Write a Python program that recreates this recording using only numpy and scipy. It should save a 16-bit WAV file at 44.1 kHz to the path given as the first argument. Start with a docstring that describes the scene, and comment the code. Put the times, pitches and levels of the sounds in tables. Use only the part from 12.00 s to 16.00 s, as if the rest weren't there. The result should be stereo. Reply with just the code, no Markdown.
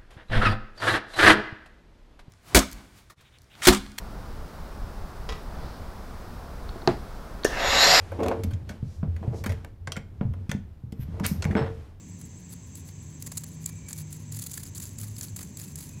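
"""Wasp and cicada on sand

Close to the microphone, a wasp wrestles a cicada on sandy ground. Stiff wings slap and scrape the grit,
legs and bodies rustle through it amid sharp ticks, and the wings whirr in short bouts over a low drone.
Farther off, insects buzz and chirp in the trees, with a few faint whistles and a distant rumble."""
import sys
import numpy as np
from scipy import signal
from scipy.fft import rfft, irfft
from scipy.io import wavfile
from scipy.ndimage import uniform_filter1d

SR = 44100
rng = np.random.default_rng(int(sys.argv[2]) if len(sys.argv) > 2 else 0)


def to_wav(sig):
    """Store sig (one row per channel, or 1-D mono) as 16-bit WAV at the path in sys.argv[1].

    Samples outside -1..1 are clipped; the rate is SR.
    """
    pcm = np.clip(np.atleast_2d(sig), -1, 1) * 32767
    pcm = np.round(pcm).astype(np.int16)
    wavfile.write(sys.argv[1], SR, pcm.T)  # frames by channels


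N = 176400

# wings hitting the ground, close up (time [s], contact [s], grit [dB], wing ring [dB], crunch [dB])
WING_STRIKES = [(0.213, 0.0036, -48.5, -47, -53.5), (0.523, 0.015, -45, -59, -65),
                (0.753, 0.0037, -44.5, -43.5, -80), (0.887, 0.0045, -52, -52, -53),
                (1.223, 0.0028, -36.5, -36.5, -58), (1.263, 0.013, -42.5, -42, -49.5),
                (1.317, 0.0054, -41.5, -40, -47), (1.371, 0.011, -32.5, -33.5, -76),
                (1.435, 0.0075, -41, -44.5, -54.5), (1.659, 0.0032, -32.5, -28.5, -70),
                (1.689, 0.0069, -51, -46.5, -52), (1.884, 0.0052, -44.5, -40, -55),
                (1.907, 0.0028, -58, -41, -49), (1.929, 0.0024, -37, -31, -48),
                (1.976, 0.0039, -45, -44, -64), (2.126, 0.0044, -41.5, -38.5, -67),
                (2.321, 0.0056, -41, -41, -67), (2.346, 0.002, -42, -40, -52),
                (2.366, 0.006, -39, -48, -55), (2.389, 0.0087, -38.5, -41.5, -70),
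                (2.419, 0.0092, -36.5, -42.5, -68), (2.437, 0.0046, -40, -42, -61),
                (2.463, 0.0074, -36.5, -40.5, -71), (2.513, 0.007, -39, -44, -69),
                (2.533, 0.002, -48, -36, -63), (2.539, 0.0033, -36.5, -37, -70),
                (2.575, 0.0038, -33, -38, -50), (2.631, 0.0075, -40.5, -45, -55),
                (2.748, 0.006, -46, -40.5, -75), (2.777, 0.006, -44, -37, -74),
                (2.8, 0.0044, -39, -43, -53.5), (2.822, 0.01, -46, -42, -74),
                (2.985, 0.0037, -43.5, -38, -77), (3.013, 0.0022, -37.5, -41, -65),
                (3.032, 0.0093, -45, -58, -52), (3.164, 0.005, -46, -55, -67),
                (3.181, 0.011, -41, -50, -72), (3.21, 0.0018, -37, -31.5, -44.5),
                (3.231, 0.0017, -37, -42, -53), (3.362, 0.0057, -38, -38.5, -57),
                (3.39, 0.003, -43, -45, -44), (3.409, 0.0076, -46, -54, -50),
                (3.428, 0.0056, -44, -41, -55), (3.57, 0.0046, -40.5, -43, -69),
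                (3.597, 0.0018, -39, -44, -44), (3.614, 0.002, -45, -38.5, -56),
                (3.756, 0.0035, -39.5, -35.5, -75), (3.786, 0.0014, -41, -42, -54),
                (3.805, 0.004, -45, -52, -52.5)]
# bodies and legs dragged through the sand (start [s], end [s], level [dB])
BODY_DRAGS = [(0.083, 0.102, -59.5), (0.186, 0.23, -59), (0.25, 0.272, -59), (0.382, 0.416, -64.5),
              (0.49, 0.562, -59), (0.663, 0.705, -66.5), (0.756, 0.812, -55), (0.852, 0.912, -56.5),
              (1.02, 1.148, -70.5), (1.198, 1.311, -55.5), (1.326, 1.42, -52.5), (1.464, 1.491, -48.5),
              (1.497, 1.555, -64.5), (1.604, 1.67, -63.5), (1.654, 1.7, -47.5), (1.716, 1.792, -63.5),
              (1.888, 1.966, -48), (1.98, 2.022, -43.5), (2.104, 2.17, -53), (2.176, 2.234, -67),
              (2.317, 2.405, -49.5), (2.408, 2.565, -47.5), (2.568, 2.694, -53), (2.752, 2.788, -43),
              (2.808, 2.892, -47), (2.892, 2.949, -56.5), (2.982, 3.086, -47.5), (3.098, 3.23, -58.5),
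              (3.222, 3.271, -42), (3.265, 3.295, -51), (3.36, 3.45, -49), (3.45, 3.51, -60),
              (3.572, 3.62, -51.5), (3.618, 3.652, -44.5), (3.65, 3.725, -54.5), (3.761, 3.857, -46),
              (3.837, 3.894, -52)]
# spectra of scattered grit, crunched soil and rustling sand (frequency [Hz], relative level [dB])
GRIT_SPECTRUM = [(600, -17), (1500, -12.5), (3100, -11), (4000, -5.5), (4800, -1), (5600, -17), (6800, 0),
                 (8100, -1.5), (9100, -0.5), (9800, 1), (11000, 6), (11450, -6.5), (12800, 0.5),
                 (15800, -5)]
CRUNCH_SPECTRUM = [(200, -12), (600, 1.5), (1050, 1.5), (1300, 1), (1750, 5), (3000, -6), (5000, 3.5),
                   (10000, -40)]
SAND_SPECTRUM = [(600, -19.5), (1500, -8), (3100, -10.5), (4000, -4.5), (4800, -3), (5600, -9), (6800, 1.5),
                 (8100, -0.5), (9100, -11), (9800, 3.5), (11000, 3), (11450, -3), (12800, -1),
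                 (14200, -3.5), (15800, -5)]
# hollow taps on twigs and pebbles (time [s], pitch [Hz], level [dB])
HOLLOW_TAPS = [(1.319, 1080, -47), (1.373, 3750, -48), (1.376, 4830, -44), (2.577, 1750, -38)]
# the sharpest short, ringing ticks of the struggle (time [s], pitch [Hz], level [dB])
SHARP_TICKS = [(1.2245, 4770, -37), (1.3545, 7300, -44), (1.6425, 6940, -31), (2.4145, 7300, -35),
               (2.655, 7000, -34), (2.664, 4960, -38), (2.676, 6630, -36), (2.7585, 4400, -36),
               (2.855, 7270, -28), (3.0155, 7404, -32), (3.166, 5170, -36), (3.212, 4400, -35),
               (3.231, 5940, -33), (3.284, 4400, -38), (3.391, 4500, -38), (3.892, 6700, -36)]
# bouts of wing whirr (start [s], end [s], wingbeat [Hz], level [dB])
WHIRR_BOUTS = [(2.314, 2.424, 106.3, -39.5), (2.954, 3.186, 106, -39.5), (3.167, 3.427, 106, -44.5)]
# course of the low drone (time [s], pitch [Hz], level [dB])
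DRONE_COURSE = [(0, 181, -50), (.58, 172, -51), (.7, 149, -55), (1.15, 150, -48), (1.72, 162, -42.5),
                (1.9, 159, -47), (2.01, 155, -37.5), (2.15, 153, -41.5), (2.6, 147, -48), (3.1, 142, -54),
                (4, 151, -48)]
# chirping insects behind the struggle (first chirp [s], period [s], top pitch [Hz], level [dB])
CHIRPING_INSECTS = [(.1215, .1271, 7830, -55.5), (.044, .1012, 7720, -58.5), (.09, .0712, 7690, -60)]
# insect chorus off in the trees (centre [Hz], resonator half-width [Hz], level [dB])
CHORUS_BANDS = [(6110, 230, -64), (6415, 200, -63), (7150, 670, -64.5), (7566, 300, -63)]
# faint whistles, far off (peak time [s], time from peak to -17 dB [s], pitch [Hz], level [dB])
FAR_WHISTLES = [(1.72, .15, 2340, -64), (1.9, .15, 2310, -59.5), (3.66, .07, 2640, -64),
                (3.98, .1, 2520, -61)]
# spectra of the distant rumble and the open air (frequency [Hz], relative level [dB])
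RUMBLE_SPECTRUM = [(15, -24.5), (28, -20), (42, -22.5), (57, -8), (68, -7), (85, 1), (104, 3.5),
                   (120, -4.5), (150, -5), (185, -4.5), (220, -12), (252, -8), (290, -15), (400, -22.5),
                   (600, -31.5), (1200, -51.5)]
AIR_SPECTRUM = [(300, 1), (750, 0), (1000, 6), (1320, -5.5), (1750, 1), (2400, 1), (3200, -3.5),
                (5500, -3.5), (8200, -2), (8900, -18), (10800, -15), (11600, -31), (13000, -32),
                (15000, -19)]

SIDE = np.array([[1], [-1]])  # adds on the left, subtracts on the right


def wing_strikes():
    """Close to the microphone, each strike scatters grit, rings the stiff wing and crunches the soil."""
    _, _, grit_db, ring_db, crunch_db = np.array(WING_STRIKES).T
    grit = colour(contacts(grit_db, decay_s=.0018), GRIT_SPECTRUM, above_hz=7500)
    wing_ring = resonate(contacts(ring_db, decay_s=.0018), hz=7140, width_hz=1680)
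    crunch = colour(contacts(crunch_db, decay_s=.004), CRUNCH_SPECTRUM)
    return grit + wing_ring + crunch


def contacts(levels_db, decay_s, attack_s=.0005):
    """One shower of impacts per wing strike, held while the wing touches the ground, then dying away."""
    out, size = np.zeros(N), SR // 25
    t = np.arange(size) / SR
    sand = grains(per_s=7000, scatter_db=5.5)
    for (start, contact_s, *_), db in zip(WING_STRIKES, levels_db):
        i = int(start * SR)
        envelope = np.minimum(t / attack_s, 1) * np.exp(-np.maximum(t - contact_s, 0) / decay_s)
        shower = unit(envelope * sand[i:i + size]) * np.sqrt(np.mean(envelope ** 2))
        out[i:i + size] += undb(db) * shower
    return out


def body_drags(attack_s=.0019, release_s=.0046, fade_db=-1.5):
    """Bodies and legs rustle through unevenly slipping sand, with lone ticks of grit."""
    t = clock()
    force = undb(-65) * (t / t[-1]) ** 2  # a slight shuffle grows with the struggle
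    for start, end, db in BODY_DRAGS:
        progress = np.clip((t - start) / max(end - start, .01), 0, 1)
        attack = np.clip((t - start) / attack_s, 0, 1)
        release = np.exp(-np.clip(t - end, 0, .1) / release_s)
        force = np.maximum(force, undb(db + fade_db * progress) * attack * release)
    lone_impacts = uniform_filter1d(force, size=3000) * grains(per_s=56, scatter_db=3)
    ticks = resonate(lone_impacts, hz=6540, width_hz=4500)
    flutter_db, slip_db = 3 * walk(120), 2 * walk(39)
    rustle = force * undb(flutter_db + slip_db) * grains(per_s=4500, scatter_db=5)
    return colour(rustle, SAND_SPECTRUM, above_hz=4850) + undb(-10) * ticks


def rings(hits, decay_s):
    """Each tap or tick rings for a moment at a single pitch."""
    out = 0
    for at, hz, db in hits:
        since = np.clip(clock() - at, 0, .1)
        out += undb(db) * np.sin(2 * np.pi * hz * since) * np.exp(-since / decay_s)
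    return out


def wing_whirr(ramp_s=.04, octave_db=-20):
    """Beating wings push the air near the microphone: a low tone and its octave."""
    t, bouts = clock(), np.array(WHIRR_BOUTS)
    midpoints = bouts[:, :2].mean(axis=1)
    wingbeat_hz = np.interp(t, midpoints, bouts[:, 2]) * (1 + .0082 * walk(20))
    phase = phase_of(wingbeat_hz)
    effort = sum(undb(db) * np.clip(np.minimum(t - start, end - t) / ramp_s + .5, 0, 1)
                 for start, end, _, db in WHIRR_BOUTS)
    return effort * unit(np.sin(phase) + undb(octave_db) * np.sin(2 * phase))


def drone():
    """A wavering low tone, dead centre, that swells midway."""
    t = clock()
    times, hz, db = np.array(DRONE_COURSE).T
    wavering_hz = np.interp(t, times, hz) * (1 + .012 * walk(25))
    return unit(np.sin(phase_of(wavering_hz))) * undb(np.interp(t, times, db) + 2 * walk(16))


def chirping_insects(rise_s=.012, fall_s=.017, ramp_s=.004, drop_hz=1120, rasp_hz=45):
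    """Insects nearer than the chorus repeat raspy chirps that arch up and sweep down."""
    t, out = clock(), 0
    for first, period, top_hz, db in CHIRPING_INSECTS:
        jitter_s = .001 * walk(8)
        from_top = (t - first + jitter_s + period / 2) % period - period / 2
        hz = top_hz - drop_hz * np.minimum((from_top / fall_s) ** 2, 2) + rasp_hz * walk(1800)
        gate = np.clip(np.minimum(from_top + rise_s, fall_s - from_top) / ramp_s, 0, 1)
        out += gate * undb(db + 2 * walk(250)) * unit(np.sin(phase_of(hz)))
    return out


def insect_chorus(throb_db=1):
    """Many insects, far off in the trees, blur into throbbing narrow bands."""
    return sum(undb(db + throb_db * walk(120)) * resonate(noise(), hz, 2 * half_width, order=3)
               for hz, half_width, db in CHORUS_BANDS)


def far_whistles():
    """Whistles from a long way off, smeared by the trees."""
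    t, out = clock(), 0
    for peak, fade_s, hz, db in FAR_WHISTLES:
        swell = np.exp(-2 * np.minimum(((t - peak) / fade_s) ** 2, 20))
        out += undb(db) * swell * resonate(noise(), hz, width_hz=105)
    return out


def rumble_and_air():
    """Distant rumble, nearly alike in both channels, and soft open air around the microphone."""
    rumble = colour(noise(), RUMBLE_SPECTRUM) * undb(-43 + .5 * walk(2.85))
    rumble_side = undb(-79) * resonate(noise(), hz=190, width_hz=300) * SIDE
    air = spread(lambda: colour(noise(), AIR_SPECTRUM)) * undb(-60.5 + .5 * walk(1.3))
    return rumble + rumble_side + air


def ground_echo(x, echo_db=-17.5, decay_s=.0068):
    """The microphone hears the direct sound plus a short scatter from the ground and things nearby."""
    t = np.arange(SR // 5) / SR
    tail = rng.standard_normal((2, len(t))) * np.exp(-t / decay_s)
    tail /= np.sqrt(np.sum(tail ** 2, axis=1, keepdims=True))
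    return x + undb(echo_db) * signal.fftconvolve(x[None], tail, axes=1)[:, :N]


def spread(source, side_db=-16.5):
    """Left and right from a shared mid and a weaker, unrelated side."""
    return source() + undb(side_db) * source() * SIDE


def grains(per_s, scatter_db):
    """Random tiny impacts of uneven size."""
    impacts = (rng.random(N) < per_s / SR) * rng.choice([-1, 1], N)
    return unit(impacts * undb(scatter_db * np.clip(noise(), -2, 2)))


def colour(x, spectrum, above_hz=0):
    """Causal filter through (Hz, dB) points, scaled so white noise keeps unit power above above_hz."""
    f = np.fft.rfftfreq(N, 1 / SR)
    hz, db = np.array(spectrum).T
    gain = undb(np.interp(np.log(f + 1), np.log(hz), db))
    gain /= np.sqrt(np.mean(gain ** 2 * (f >= above_hz)))
    cepstrum = irfft(np.log(gain), N)
    cepstrum[1:N // 2] *= 2  # fold to minimum phase, so nothing rings ahead of an impact
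    cepstrum[N // 2 + 1:] = 0
    return irfft(rfft(x) * np.exp(rfft(cepstrum)), N)


def resonate(x, hz, width_hz, order=2):
    """Identical resonators in series, each width_hz wide, with unit power gain overall."""
    f = np.fft.rfftfreq(N, 1 / SR) + 1
    response = (1 + 1j * (f / hz - hz / f) * hz / width_hz) ** -order
    return irfft(rfft(x) * response / np.sqrt(np.mean(abs(response) ** 2)), N)


def walk(per_s):
    """Smooth random wander of rms 1, with per_s new values a second."""
    hold = max(int(SR / per_s), 2)
    steps = np.repeat(rng.standard_normal(N // hold + 1), hold)
    return unit(uniform_filter1d(uniform_filter1d(steps, hold), hold)[:N])


def noise():
    """White noise of rms 1."""
    return rng.standard_normal(N)


def phase_of(hz):
    """Running phase of a changing pitch, in radians."""
    return 2 * np.pi * np.cumsum(hz) / SR


def undb(db):
    """Decibels to gain."""
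    return 10 ** (np.asarray(db) / 20)


def unit(x):
    """Scale to rms 1."""
    return x / np.sqrt(np.mean(x ** 2) + 1e-20)


def clock():
    """Time of every sample in seconds."""
    return np.arange(N) / SR


def scene(pan_db=.7):
    """The struggle close up and just left of centre, the insects and rumble behind it."""
    on_sand = wing_strikes() + body_drags()
    taps_and_ticks = rings(HOLLOW_TAPS, decay_s=.0035) + rings(SHARP_TICKS, decay_s=.0011)
    struggle = ground_echo(on_sand + taps_and_ticks) * undb(SIDE * pan_db / 2)
    low_tones = wing_whirr() + drone()
    trees = ground_echo(chirping_insects() + far_whistles()) + spread(insect_chorus)
    return struggle + low_tones + trees + rumble_and_air()


def record(dry, top_hz=15850):
    """The recorder cuts the top treble steeply."""
    return signal.sosfilt(signal.ellip(10, .2, 70, top_hz, fs=SR, output="sos"), dry)


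dry = scene()
out = record(dry)
to_wav(out)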